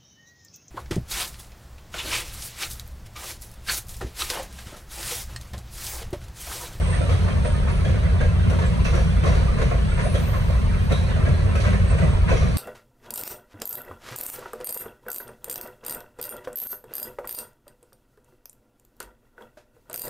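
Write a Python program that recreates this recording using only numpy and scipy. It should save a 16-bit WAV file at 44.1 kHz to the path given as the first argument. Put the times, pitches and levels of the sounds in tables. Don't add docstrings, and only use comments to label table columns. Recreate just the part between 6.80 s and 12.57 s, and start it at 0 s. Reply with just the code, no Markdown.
import sys
import numpy as np
from scipy import signal
from scipy.fft import rfft, irfft
from scipy.io import wavfile
from scipy.ndimage import uniform_filter1d

SR = 44100
rng = np.random.default_rng(int(sys.argv[2]) if len(sys.argv) > 2 else 0)


def to_wav(sig):
    pcm = np.clip(np.atleast_2d(sig), -1, 1) * 32767
    pcm = np.round(pcm).astype(np.int16)
    wavfile.write(sys.argv[1], SR, pcm.T)


N = 254456
TIME = np.arange(N) / SR
BINS = np.maximum(np.arange(N // 2 + 1) * SR / N, 1)


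# time in seconds, level in dB.
DEEP_SWAY = [(0, -22), (.28, -29), (.55, -23), (.85, -22.5), (1.05, -23.5), (1.4, -21), (1.75, -25.5),
             (2.1, -20.5), (2.55, -19), (2.8, -21), (3.0, -20.5), (3.45, -26.5), (3.85, -20), (4.2, -27),
             (4.7, -23.5), (5.4, -20.5), (5.65, -20), (5.77, -31)]
UPPER_SWAY = [(0, -26), (.18, -23.5), (.31, -18.5), (.55, -24), (.9, -24), (1.1, -22.5), (1.45, -21),
              (1.65, -18), (1.95, -27), (2.45, -22), (2.75, -26.5), (3.2, -29), (3.35, -22.5), (3.55, -25),
              (4.1, -23.5), (4.35, -20.5), (5.2, -21.5), (5.77, -24)]
DECK_DRUM = [(0.0, -28.5), (2.17, -26.5), (4.03, -28), (4.13, -30.5), (4.32, -30.5), (4.5, -22.5),
             (4.53, -26.5), (4.85, -31), (4.87, -27), (5.16, -27.5), (5.26, -21.5), (5.37, -33),
             (5.56, -26.5), (5.77, -26.5)]
DEEP_TOP_HZ, UPPER_TOP_HZ = 72, 112
# frequency in Hz, width in Hz, lift in dB.
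GIRDER_MODES = [(57, 9, 5), (87, 9, 5.5), (131, 8, 2.5), (171, 8, 6.5)]

# time in seconds, roar level in dB, hiss level in dB.
ROLLING = [(0.0, -34.5, -44), (0.29, -34.5, -44.5), (0.66, -36.5, -47), (1.53, -35.5, -48.5),
           (2.01, -34.5, -45.5), (2.23, -35, -46), (3.25, -35.5, -47), (3.97, -37.5, -47),
           (4.23, -35.5, -47.5), (4.9, -36, -47), (5.48, -34.5, -48), (5.77, -35.5, -45.5)]

# frequency in Hz, level in dB per Hz.
SPAN_SPECTRUM = [(12, -28), (26, -1), (42, -0.5), (58, 4), (73, -2), (90, -2), (104, -8.5), (145, -11),
                 (200, -19), (250, -31), (290, -50), (380, -69), (1500, -110)]
ROAR_SPECTRUM = [(150, -65), (230, 5.5), (295, -13), (360, 1.5), (540, 2.5), (690, -1), (810, -11),
                 (1050, -8.5), (1900, -13.5), (2600, -18), (3600, -65), (8000, -64)]
HISS_SPECTRUM = [(500, -3.5), (1500, 7.5), (2800, 3), (4100, 4), (5000, -4.5), (6300, -0.5), (7200, -12),
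                 (8400, -1.5), (10300, -7), (12200, -23), (13400, -14.5), (14600, -38)]
BOOM_SPECTRUM = [(120, -53), (295, -2), (360, 1), (450, 2), (530, 11.5), (690, 8.5), (820, -9), (1300, -54),
                 (5000, -80)]
CLATTER_SPECTRUM = [(250, -50), (600, -40), (830, -21), (1050, 9.5), (1400, 7), (1650, 6), (2150, 5),
                    (2700, -27), (3400, -16), (9000, -76)]
CLANG_SPECTRUM = [(900, -37), (2000, 7), (2800, 2.5), (4100, 2.5), (5100, -7), (6400, 0), (7200, -9),
                  (9500, -8), (12000, -23.5), (15000, -26)]
CRACK_SPECTRUM = [(1200, -15), (2500, 3.5), (3300, -2), (4400, -5), (5100, -22), (5700, 5), (6500, -12),
                  (7300, -7.5), (9800, -7), (12000, -17), (15000, -34)]

# first axle in seconds, crossing time in seconds, clatter in dB, girder boom in dB,
# gear clang in dB, girder note in Hz, panel note in Hz, second wheel in dB, then axles 1 to 4 in dB.
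JOINTS = [(0.126, 1.100, -23, -33, -47, 544, 1200, -7.5, 0, -1.5, -8.5, -4),
          (0.289, 1.113, -32, -33.5, -46, 509, 1556, -6.5, 1, -6, 3, 2),
          (1.700, 1.083, -24, -26.5, -44, 481, 1107, -3, -3.5, -4, 2, -2),
          (1.785, 1.080, -25, -29, -44.5, 443, 1360, -3, 0, -0.5, -3, -16),
          (1.835, 1.075, -19.5, -25, -49, 554, 1155, -16, -9.5, -7, -9, -5)]
# time in seconds, clatter in dB,
# girder boom in dB, gear clang in dB, girder note in Hz, panel note in Hz, panel ring in dB.
SINGLE_KNOCKS = [(0.138, -33, -40, -50, 540, 1930, -42), (0.205, -35, -24.5, -60, 525, 1350, -39),
                 (0.645, -26, -24, -43.5, 543, 960, -41), (0.715, -40, -37, -60, 563, 920, -40.5),
                 (0.875, -25.5, -37, -50, 525, 1145, -39), (0.89, -34, -45, -46, 509, 1720, -43),
                 (1.052, -38, -32, -59, 483, 1700, -42), (1.23, -41, -49, -55, 540, 2000, -44),
                 (1.407, -24.5, -25, -60, 500, 1620, -32), (2.048, -22, -29, -40, 564, 2620, -35.5),
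                 (2.172, -25, -27, -52, 502.8, 1010, -47), (2.431, -35, -35, -55, 494, 1134, -38),
                 (2.472, -25, -26, -45, 489, 2040, -40), (2.545, -37, -32, -45, 448, 1220, -46),
                 (2.679, -32, -35, -59, 602.4, 1187, -36), (2.812, -22, -27, -42, 527, 1693, -39),
                 (2.908, -31, -26.5, -60, 670, 1440, -45), (3.115, -40, -45, -60, 545, 1420, -38.5),
                 (3.168, -33, -37, -58, 533, 1030, -43), (3.19, -21.5, -33, -41.5, 494, 1870, -42),
                 (3.24, -28, -23.5, -60, 633, 1756, -44), (3.345, -25, -24.5, -42, 534, 1360, -44),
                 (3.54, -40, -33, -53, 570, 1073, -35), (3.688, -41, -29, -54, 472, 1440, -48),
                 (3.935, -27, -42, -62, 570, 1910, -44), (4.105, -22.5, -22.5, -43, 488, 1366, -38.5),
                 (4.285, -34, -43, -52, 524, 1980, -44), (4.36, -28, -28, -52, 522, 1187, -44),
                 (4.40, -33, -43, -60, 510, 1330, -43), (4.46, -28, -26.5, -57, 533, 1647, -36),
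                 (4.752, -33, -38, -48, 523, 1675, -40), (4.800, -40, -41, -40, 670, 1064, -52),
                 (4.848, -20, -32, -44, 583, 1960, -35), (4.925, -21, -28, -48, 447, 1750, -40),
                 (5.098, -27, -28.5, -53, 558, 2660, -42), (5.214, -27, -23, -47, 550, 1970, -37),
                 (5.477, -19, -42, -50, 520, 1015, -34), (5.503, -29, -23, -43, 515, 2550, -36.5),
                 (5.522, -38, -23, -58, 441, 1144, -47), (5.568, -36, -40, -51, 516, 2190, -42)]
AXLES = [0, .321, .678, 1]
CARS_BOOM_DB = [1.5, 0]
CAR_S = 3.05
SECOND_WHEEL_S = .029
SCATTER_DB, SCATTER_OCTAVES = -2.04, .1
JOINT_PANEL_DB = -13.5

# time in seconds, level in dB, central pitch in Hz.
THUDS = [(1.038, -17, 131), (1.37, -17.5, 127.7), (1.82, -21, 176.7), (2.048, -25, 165), (2.23, -22, 174),
         (2.43, -22, 151.4), (2.561, -29, 162), (2.789, -19.5, 138), (3.32, -30, 136.7),
         (4.101, -17.5, 151.8), (4.111, -26, 204), (4.449, -22, 147), (4.87, -21, 181.4),
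         (5.22, -15.5, 146), (5.49, -25, 160.6), (5.649, -19.5, 158.8)]

# frequency in Hz, level in dB, 60 dB decay time in seconds.
WHEEL_MODES = [(2606, -1, .3), (3165, -4, .25), (3240, -6, .3), (3332, -6, .45), (3787, -1, .36),
               (4016, -5, .75), (4521, -6, .7), (4813, -9, .55), (5035, -14, .7), (5595, -11, .7),
               (5690, -3, .85), (6215, -10, .45), (6460, -4, .65)]
# time in seconds, ring in dB, most excited pitch in Hz,
# reach in octaves, this wheel's tuning in cents, chatter in dB, crack in dB.
WHEEL_BLOWS = [(0.314, -37.5, 3450, .25, 3.5, -51, -41), (1.049, -36, 3300, 0.2, 1, -48, -50),
               (1.404, -51, 3800, .4, 1, -55, -43), (1.697, -45, 3700, .4, -1, -57, -34),
               (2.043, -38, 5770, 0.5, -12.5, -54, -34), (2.15, -48, 5700, 0.54, -13, -54, -35),
               (2.455, -39, 4960, 0.7, 1, -52, -36), (2.547, -38, 4230, .2, 5.5, -49, -47),
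               (2.815, -46, 6100, 0.18, -2, -51, -48), (3.348, -35, 3360, 0.23, -2.5, -46, -42),
               (4.119, -29.5, 3720, 0.21, 0, -35, -30), (4.752, -39, 2600, 0.22, -2, -41, -34),
               (4.80, -41, 4470, 0.58, -16, -51, -45), (5.498, -43, 5900, .35, 3, -49, -39),
               (5.533, -41, 3370, 0.5, -3, -47, -46), (5.565, -41.5, 5600, 0.68, 2.5, -56, -48)]

# start in seconds, swell in seconds, length in seconds, pitch in Hz,
# glide in Hz per second, width of the bunch in Hz, level in dB, left minus right in dB.
SQUEALS = [(-.02, 0.045, 0.2, 8160, 0, 99, -46.5, -6), (0.077, 0.043, 0.23, 8620, -3, 85, -42.5, -7),
           (0.625, 0.037, 0.22, 8630, -300, 120, -47, -11), (.904, 0.02, 0.19, 9560, 0, 80.5, -51.5, -6),
           (1.84, .025, .08, 7800, -3000, 90, -49, -2), (3.017, 0.12, 0.41, 8500, 0, 455, -48.5, -6),
           (3.223, 0.021, 0.24, 9650, -300, 64.2, -45, -6), (3.26, 0.038, .18, 10100, 0, 90, -63, -7),
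           (3.31, 0.17, .31, 13880, -700, 191, -50, 0), (3.423, 0.18, .47, 13400, 0, 400, -57, 0),
           (3.87, .18, 0.45, 11900, 0, 380, -64, -3), (4.67, 0.23, 0.44, 8670, 0, 443, -55, -1),
           (5.01, 0.1, 0.5, 8170, 2, 95, -49, -5.5)]

# frequency in Hz, side minus mid in dB.
WIDTH = [(35, -14), (55, -26), (75, -16), (110, -11.5), (180, -2), (288, 13.5), (345, 6), (450, -9),
         (590, -5.5), (800, 4.5), (1300, -1.5), (2250, 1.5), (3250, 2.5), (3750, -5.5), (4900, 5),
         (6200, -7), (7400, 3.5), (8600, -4.5), (11000, 4), (13700, -9)]
# frequency in Hz, left minus right in dB.
LEAN = [(480, -0.14), (680, -2), (850, -0.5), (1050, 0.3), (1250, -1), (7700, -1.3), (8100, -10.5),
        (10000, -5.5), (12500, 0)]
# frequency in Hz, signed share of the side's amplitude.
QUADRATURE = [(42, -.6), (85, .97), (260, .97), (310, -.75), (370, -.85), (450, -.35), (770, -.35),
              (880, .92), (1020, .8), (1170, .05), (1450, .45), (1900, -.4), (2450, -.25), (2700, .15),
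              (4500, .05), (5600, -.4), (6500, .25), (7900, -.1)]
CUTOFF_HZ = 14400


def from_db(db):
    return 10 ** (np.asarray(db) / 20)


def rms_one(x):
    return x / np.sqrt(np.mean(x ** 2) + 1e-20)


def in_time(rows):
    s, *columns = np.transpose(rows)
    return [np.interp(TIME, s, c) for c in columns]


def colour(points):
    hz, values = np.transpose(points)
    return np.interp(np.log(BINS), np.log(hz), values)


def drift(rate_hz):
    return rms_one(irfft(rfft(rng.standard_normal(N)) / (1 + (BINS / rate_hz) ** 2), N))


def radiate(spectrum_db, drive=None):
    drive = rng.standard_normal((2, N)) if drive is None else drive
    return rms_one(irfft(rfft(drive) * from_db(spectrum_db), N))


def ring(clicks, hz, t60):
    radius = from_db(-60 / (t60 * SR))
    angle = 2 * np.pi * min(hz, .45 * SR) / SR
    feedback = [1, -2 * radius * np.cos(angle), radius * radius]
    return signal.lfilter([0, np.sin(angle)], feedback, clicks + 1e-18)


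def grains(per_s, spread_db):
    sizes = from_db(spread_db * np.minimum(rng.exponential(1, (2, N)), 4))
    signs = rng.choice([-1, 1], (2, N))
    return sizes * signs * (rng.random((2, N)) < per_s / SR)


def add_at(out, start, sound):
    room = out[:, start:start + sound.shape[1]]
    room += sound[:, :room.shape[1]]


def ring_down(times, levels_db, rise_s, t60, tail_db, tail_t60):
    power = np.zeros(N)
    for s, db in zip(times, levels_db):
        start = max(int(s * SR), 0)
        age = TIME[:min(N - start, SR)]
        spreading = 1 - np.exp(-(age / rise_s) ** 2)
        dying = from_db(-60 * age / t60) ** 2 + from_db(tail_db - 60 * age / tail_t60) ** 2
        power[start:start + len(age)] += from_db(db) ** 2 * spreading * dying
    return np.sqrt(power)


def notes(times, levels_db, pitches, rise_s, t60, spread):
    out, age = np.zeros((2, N)), TIME[:SR // 3]
    fade = (1 - np.exp(-(age / rise_s) ** 2)) * from_db(-60 * age / t60)
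    for s, db, hz in zip(times, levels_db, pitches):
        cluster = hz * (1 + spread * rng.uniform(-0.984, 1, size=(2, 6, 1)))
        phase = rng.random(size=(2, 6, 1))
        tone = np.sin(2 * np.pi * (cluster * age + phase)).sum(1) * fade
        level = from_db(db) * fade.std() / tone.std(1, keepdims=True)
        add_at(out, max(int(s * SR), 0), level * tone)
    return out


def rumble(level_db, deck_db, steadiness):
    response = colour(SPAN_SPECTRUM)
    for hz, width, lift_db in GIRDER_MODES:
        response = response + lift_db / (1 + (2 * (BINS - hz) / width) ** 2)
    ranges = ((0, DEEP_TOP_HZ, in_time(DEEP_SWAY)[0]),
              (DEEP_TOP_HZ, UPPER_TOP_HZ, in_time(UPPER_SWAY)[0]),
              (UPPER_TOP_HZ, SR, in_time(DECK_DRUM)[0] + deck_db))
    out = 0
    for low, high, db in ranges:
        band_loss_db = 10 * np.log10(1 + (low / BINS) ** 20 + (BINS / high) ** 20)
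        shake = radiate(response - band_loss_db)
        swell = uniform_filter1d(shake[0] ** 2, size=SR // 7)
        steady = shake / swell ** (np.clip(steadiness, 0, 1) / 2)
        out = out + from_db(db + level_db) * rms_one(steady)
    return out


def rolling(roar_db, hiss_db, flutter_db):
    roar_curve, hiss_curve = in_time(ROLLING)
    flutter = flutter_db * drift(rate_hz=6.2)
    roar = radiate(colour(ROAR_SPECTRUM), grains(per_s=1800, spread_db=0.0))
    roar = from_db(roar_curve + roar_db + flutter) * roar
    hiss = from_db(hiss_curve + hiss_db + 0.18 * flutter) * radiate(colour(HISS_SPECTRUM))
    return roar + hiss


def knock_rows():
    rows = list(SINGLE_KNOCKS)
    for first_s, crossing_s, clatter, boom, clang, girder_hz, panel_hz, second_db, *axle_db in JOINTS:
        for car, load_db in enumerate(CARS_BOOM_DB):
            for share, weight_db in zip(AXLES, axle_db):
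                for late_s, wheel_db in (0, 0), (SECOND_WHEEL_S, second_db):
                    force, girder, panel = rng.standard_normal(3)
                    db = weight_db + wheel_db + SCATTER_DB * force
                    time = first_s + car * CAR_S + share * crossing_s + late_s
                    girder_note = girder_hz * 2 ** (SCATTER_OCTAVES * girder)
                    panel_note = panel_hz * 2 ** (2 * SCATTER_OCTAVES * panel)
                    rows.append((time, clatter + db, boom + db + load_db, clang + db,
                                 girder_note, panel_note, clatter + db + JOINT_PANEL_DB))
    return np.array([row for row in rows if row[0] < N / SR])


def knocks(hits, boom_db, clatter_db, clang_db):
    s, clatter, boom, clang, *_ = hits.T
    girders = ring_down(s, boom + boom_db, rise_s=0.009, t60=0.23, tail_db=-19.0, tail_t60=1.0)
    girders = girders * radiate(colour(BOOM_SPECTRUM))
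    sheets = ring_down(s, clatter + clatter_db, rise_s=0.0013, t60=0.22, tail_db=-20.0, tail_t60=0.34)
    sheets = sheets * radiate(colour(CLATTER_SPECTRUM), grains(per_s=1200, spread_db=2.0))
    gear = ring_down(s, clang + clang_db, rise_s=0.0088, t60=0.087, tail_db=-7.0, tail_t60=0.76)
    gear = gear * radiate(colour(CLANG_SPECTRUM), grains(per_s=6500, spread_db=-4.5))
    return girders + sheets + gear


def clanks(hits, girder_db, panel_db):
    s, _, boom, _, girder_hz, panel_hz, panel = hits.T
    bays = notes(s, boom + girder_db, girder_hz, rise_s=0.015, t60=0.19, spread=0.1505)
    panels = notes(s, panel + panel_db, panel_hz, rise_s=0.0035, t60=0.27, spread=0.015)
    return bays + panels


def rattles(hits, level_db, bounce_s, t60, uneven_db):
    s, clatter, *_ = hits.T
    out, count = np.zeros((2, N)), 32
    for hz in np.geomspace(960, 2700, count) * rng.uniform(.985, 1.015, count):
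        taps = np.zeros((2, N + SR))
        landing = s + bounce_s * np.minimum(rng.exponential(1, (2, len(s))), 4)
        force = np.clip(rng.standard_normal((2, len(s))), -2, 2)
        taps[[[0], [1]], (landing * SR).astype(int)] = from_db(clatter + level_db + uneven_db * force)
        out += ring(taps[:, :N], hz, t60)
    return out / np.sqrt(count / 2)


def thuds(rise_s, t60, spread):
    return notes(*np.transpose(THUDS), rise_s, t60, spread)


def wheels(level_db, off_centre_db, contact_s):
    out, age = np.zeros((2, N)), TIME[:SR * 3 // 4]
    hz, mode_db, t60 = np.transpose(WHEEL_MODES)
    fades = from_db(mode_db[:, None] - 60 * age / t60[:, None]) * np.minimum(age / contact_s, 1)
    for s, db, centre, reach, cents, _, _ in WHEEL_BLOWS:
        gains = from_db(db + level_db + off_centre_db * (np.log2(hz / centre) / reach) ** 2)
        tuned_hz = hz[:, None] * 2 ** (cents / 1200)
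        modes = fades * np.sin(2 * np.pi * tuned_hz * age)
        signs = rng.choice([-1, 1], (2, len(hz)))
        add_at(out, int(s * SR), (gains * signs) @ modes)
    return out * from_db([[0], [-5]])


def wheel_chatter(level_db, width_hz, t60):
    out, count = np.zeros((2, N)), 16384
    age, hz = TIME[:count], np.arange(count // 2 + 1) * SR / count
    fade = (1 - np.exp(-age / 0.01)) * from_db(-60 * age / t60)
    for s, _, centre, _, _, db, _ in WHEEL_BLOWS:
        resonance = 1 / (1 + ((hz - centre) / width_hz) ** 2)
        rough = rms_one(irfft(rfft(rng.standard_normal((2, count))) * resonance, count))
        add_at(out, int(s * SR), from_db(db + level_db) * fade * rough)
    return out


def cracks(level_db, rise_s, t60):
    s, *_, crack_db = np.transpose(WHEEL_BLOWS)
    envelope = ring_down(s, crack_db + level_db, rise_s, t60, tail_db=-13, tail_t60=0.72)
    return envelope * radiate(colour(CRACK_SPECTRUM), grains(per_s=3000, spread_db=1.0))


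def flanges(level_db, fade, slips_per_s, flicker_db):
    out, count = np.zeros((2, N)), 12
    for s, swell_s, length, hz, glide, width, db, pan_db in SQUEALS:
        age, tone = TIME[:int(length * SR)], 0
        offsets = width * np.append(0, rng.uniform(-2, 2, count - 1))
        for offset in offsets:
            grip, phase = rng.standard_normal((2, 2, 256))
            slips = from_db(flicker_db * np.clip(grip, -2, 2)) * np.exp(2j * np.pi * phase)
            flare = np.array([np.interp(age * slips_per_s, np.arange(len(row)), row) for row in slips])
            carrier = np.exp(2j * np.pi * (hz + offset + glide * age / 2) * age)
            tone = tone + (flare * carrier).real / (1 + (offset / width) ** 2)
        start = max(int(s * SR), 0)
        since_start = start / SR + age - s
        swell = np.interp(since_start, [0, min(swell_s, length / 2), length], [0, 1, 0]) ** fade
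        gain = from_db(db + level_db + pan_db * np.array([[.5], [-.5]]))
        add_at(out, start, gain * swell * rms_one(tone))
    return out


def loose_parts(level_db, per_s, t60, tilt_db):
    out, count = np.zeros((2, N)), 64
    pitches = np.geomspace(900, 4600, count) * rng.uniform(.985, 1.015, count)
    hits = max(int(per_s * N / SR), 1)
    for hz in pitches:
        taps = np.zeros((2, N))
        taps[[[0], [1]], rng.integers(0, N, (2, hits))] = from_db(3 * rng.standard_normal((2, hits)))
        out += from_db(tilt_db * np.log2(hz / pitches[0]) ** 2) * ring(taps, hz, t60)
    return from_db(in_time(ROLLING)[0] + level_db) * rms_one(out)


def creek(level_db, per_s, cycles):
    pitches = np.geomspace(900, 8000, 16)
    bursts = grains(per_s, spread_db=2)
    dealt = rng.integers(0, len(pitches), N)
    water = sum(ring(bursts * (dealt == k), hz, cycles / hz) for k, hz in enumerate(pitches))
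    return from_db(level_db) * rms_one(water)


def microphones(field):
    mid, diffuse = rfft(field)
    share = np.clip(colour(QUADRATURE), -.99, .99)
    side = (1j * share * mid + np.sqrt(1 - share ** 2) * diffuse) * from_db(colour(WIDTH))
    balance = from_db(colour(LEAN) * [[.5], [-.5]])
    return irfft((mid + side * [[1], [-1]]) * balance, N)


def scene():
    bed = rumble(level_db=1.13, deck_db=-1.0, steadiness=1.0)
    bed = bed + rolling(roar_db=-2.5, hiss_db=-0.15, flutter_db=1.3)
    bed = bed + loose_parts(level_db=-8.4, per_s=4, t60=.17, tilt_db=-2.1)
    bed = bed + creek(level_db=-56.5, per_s=1700, cycles=15)
    hits = knock_rows()
    blows = knocks(hits, boom_db=-3.0, clatter_db=-16.0, clang_db=4.0)
    blows = blows + clanks(hits, girder_db=0.5, panel_db=0.5)
    blows = blows + rattles(hits, level_db=-15.5, bounce_s=.012, t60=.17, uneven_db=4)
    blows = blows + thuds(rise_s=0.0066, t60=0.42, spread=0.1)
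    blows = blows + wheels(level_db=-4, off_centre_db=-10, contact_s=.004)
    blows = blows + wheel_chatter(level_db=3.0, width_hz=120, t60=0.15)
    blows = blows + cracks(level_db=-2.0, rise_s=0.0051, t60=0.053)
    squeals = flanges(level_db=1.0, fade=1.07, slips_per_s=39.2, flicker_db=9.0)
    return microphones(bed + blows) + squeals


def record(dry):
    low_pass = signal.ellip(10, .1, 80, CUTOFF_HZ, fs=SR, output="sos")
    return signal.sosfilt(low_pass, dry)


dry = scene()
out = record(dry)
to_wav(out)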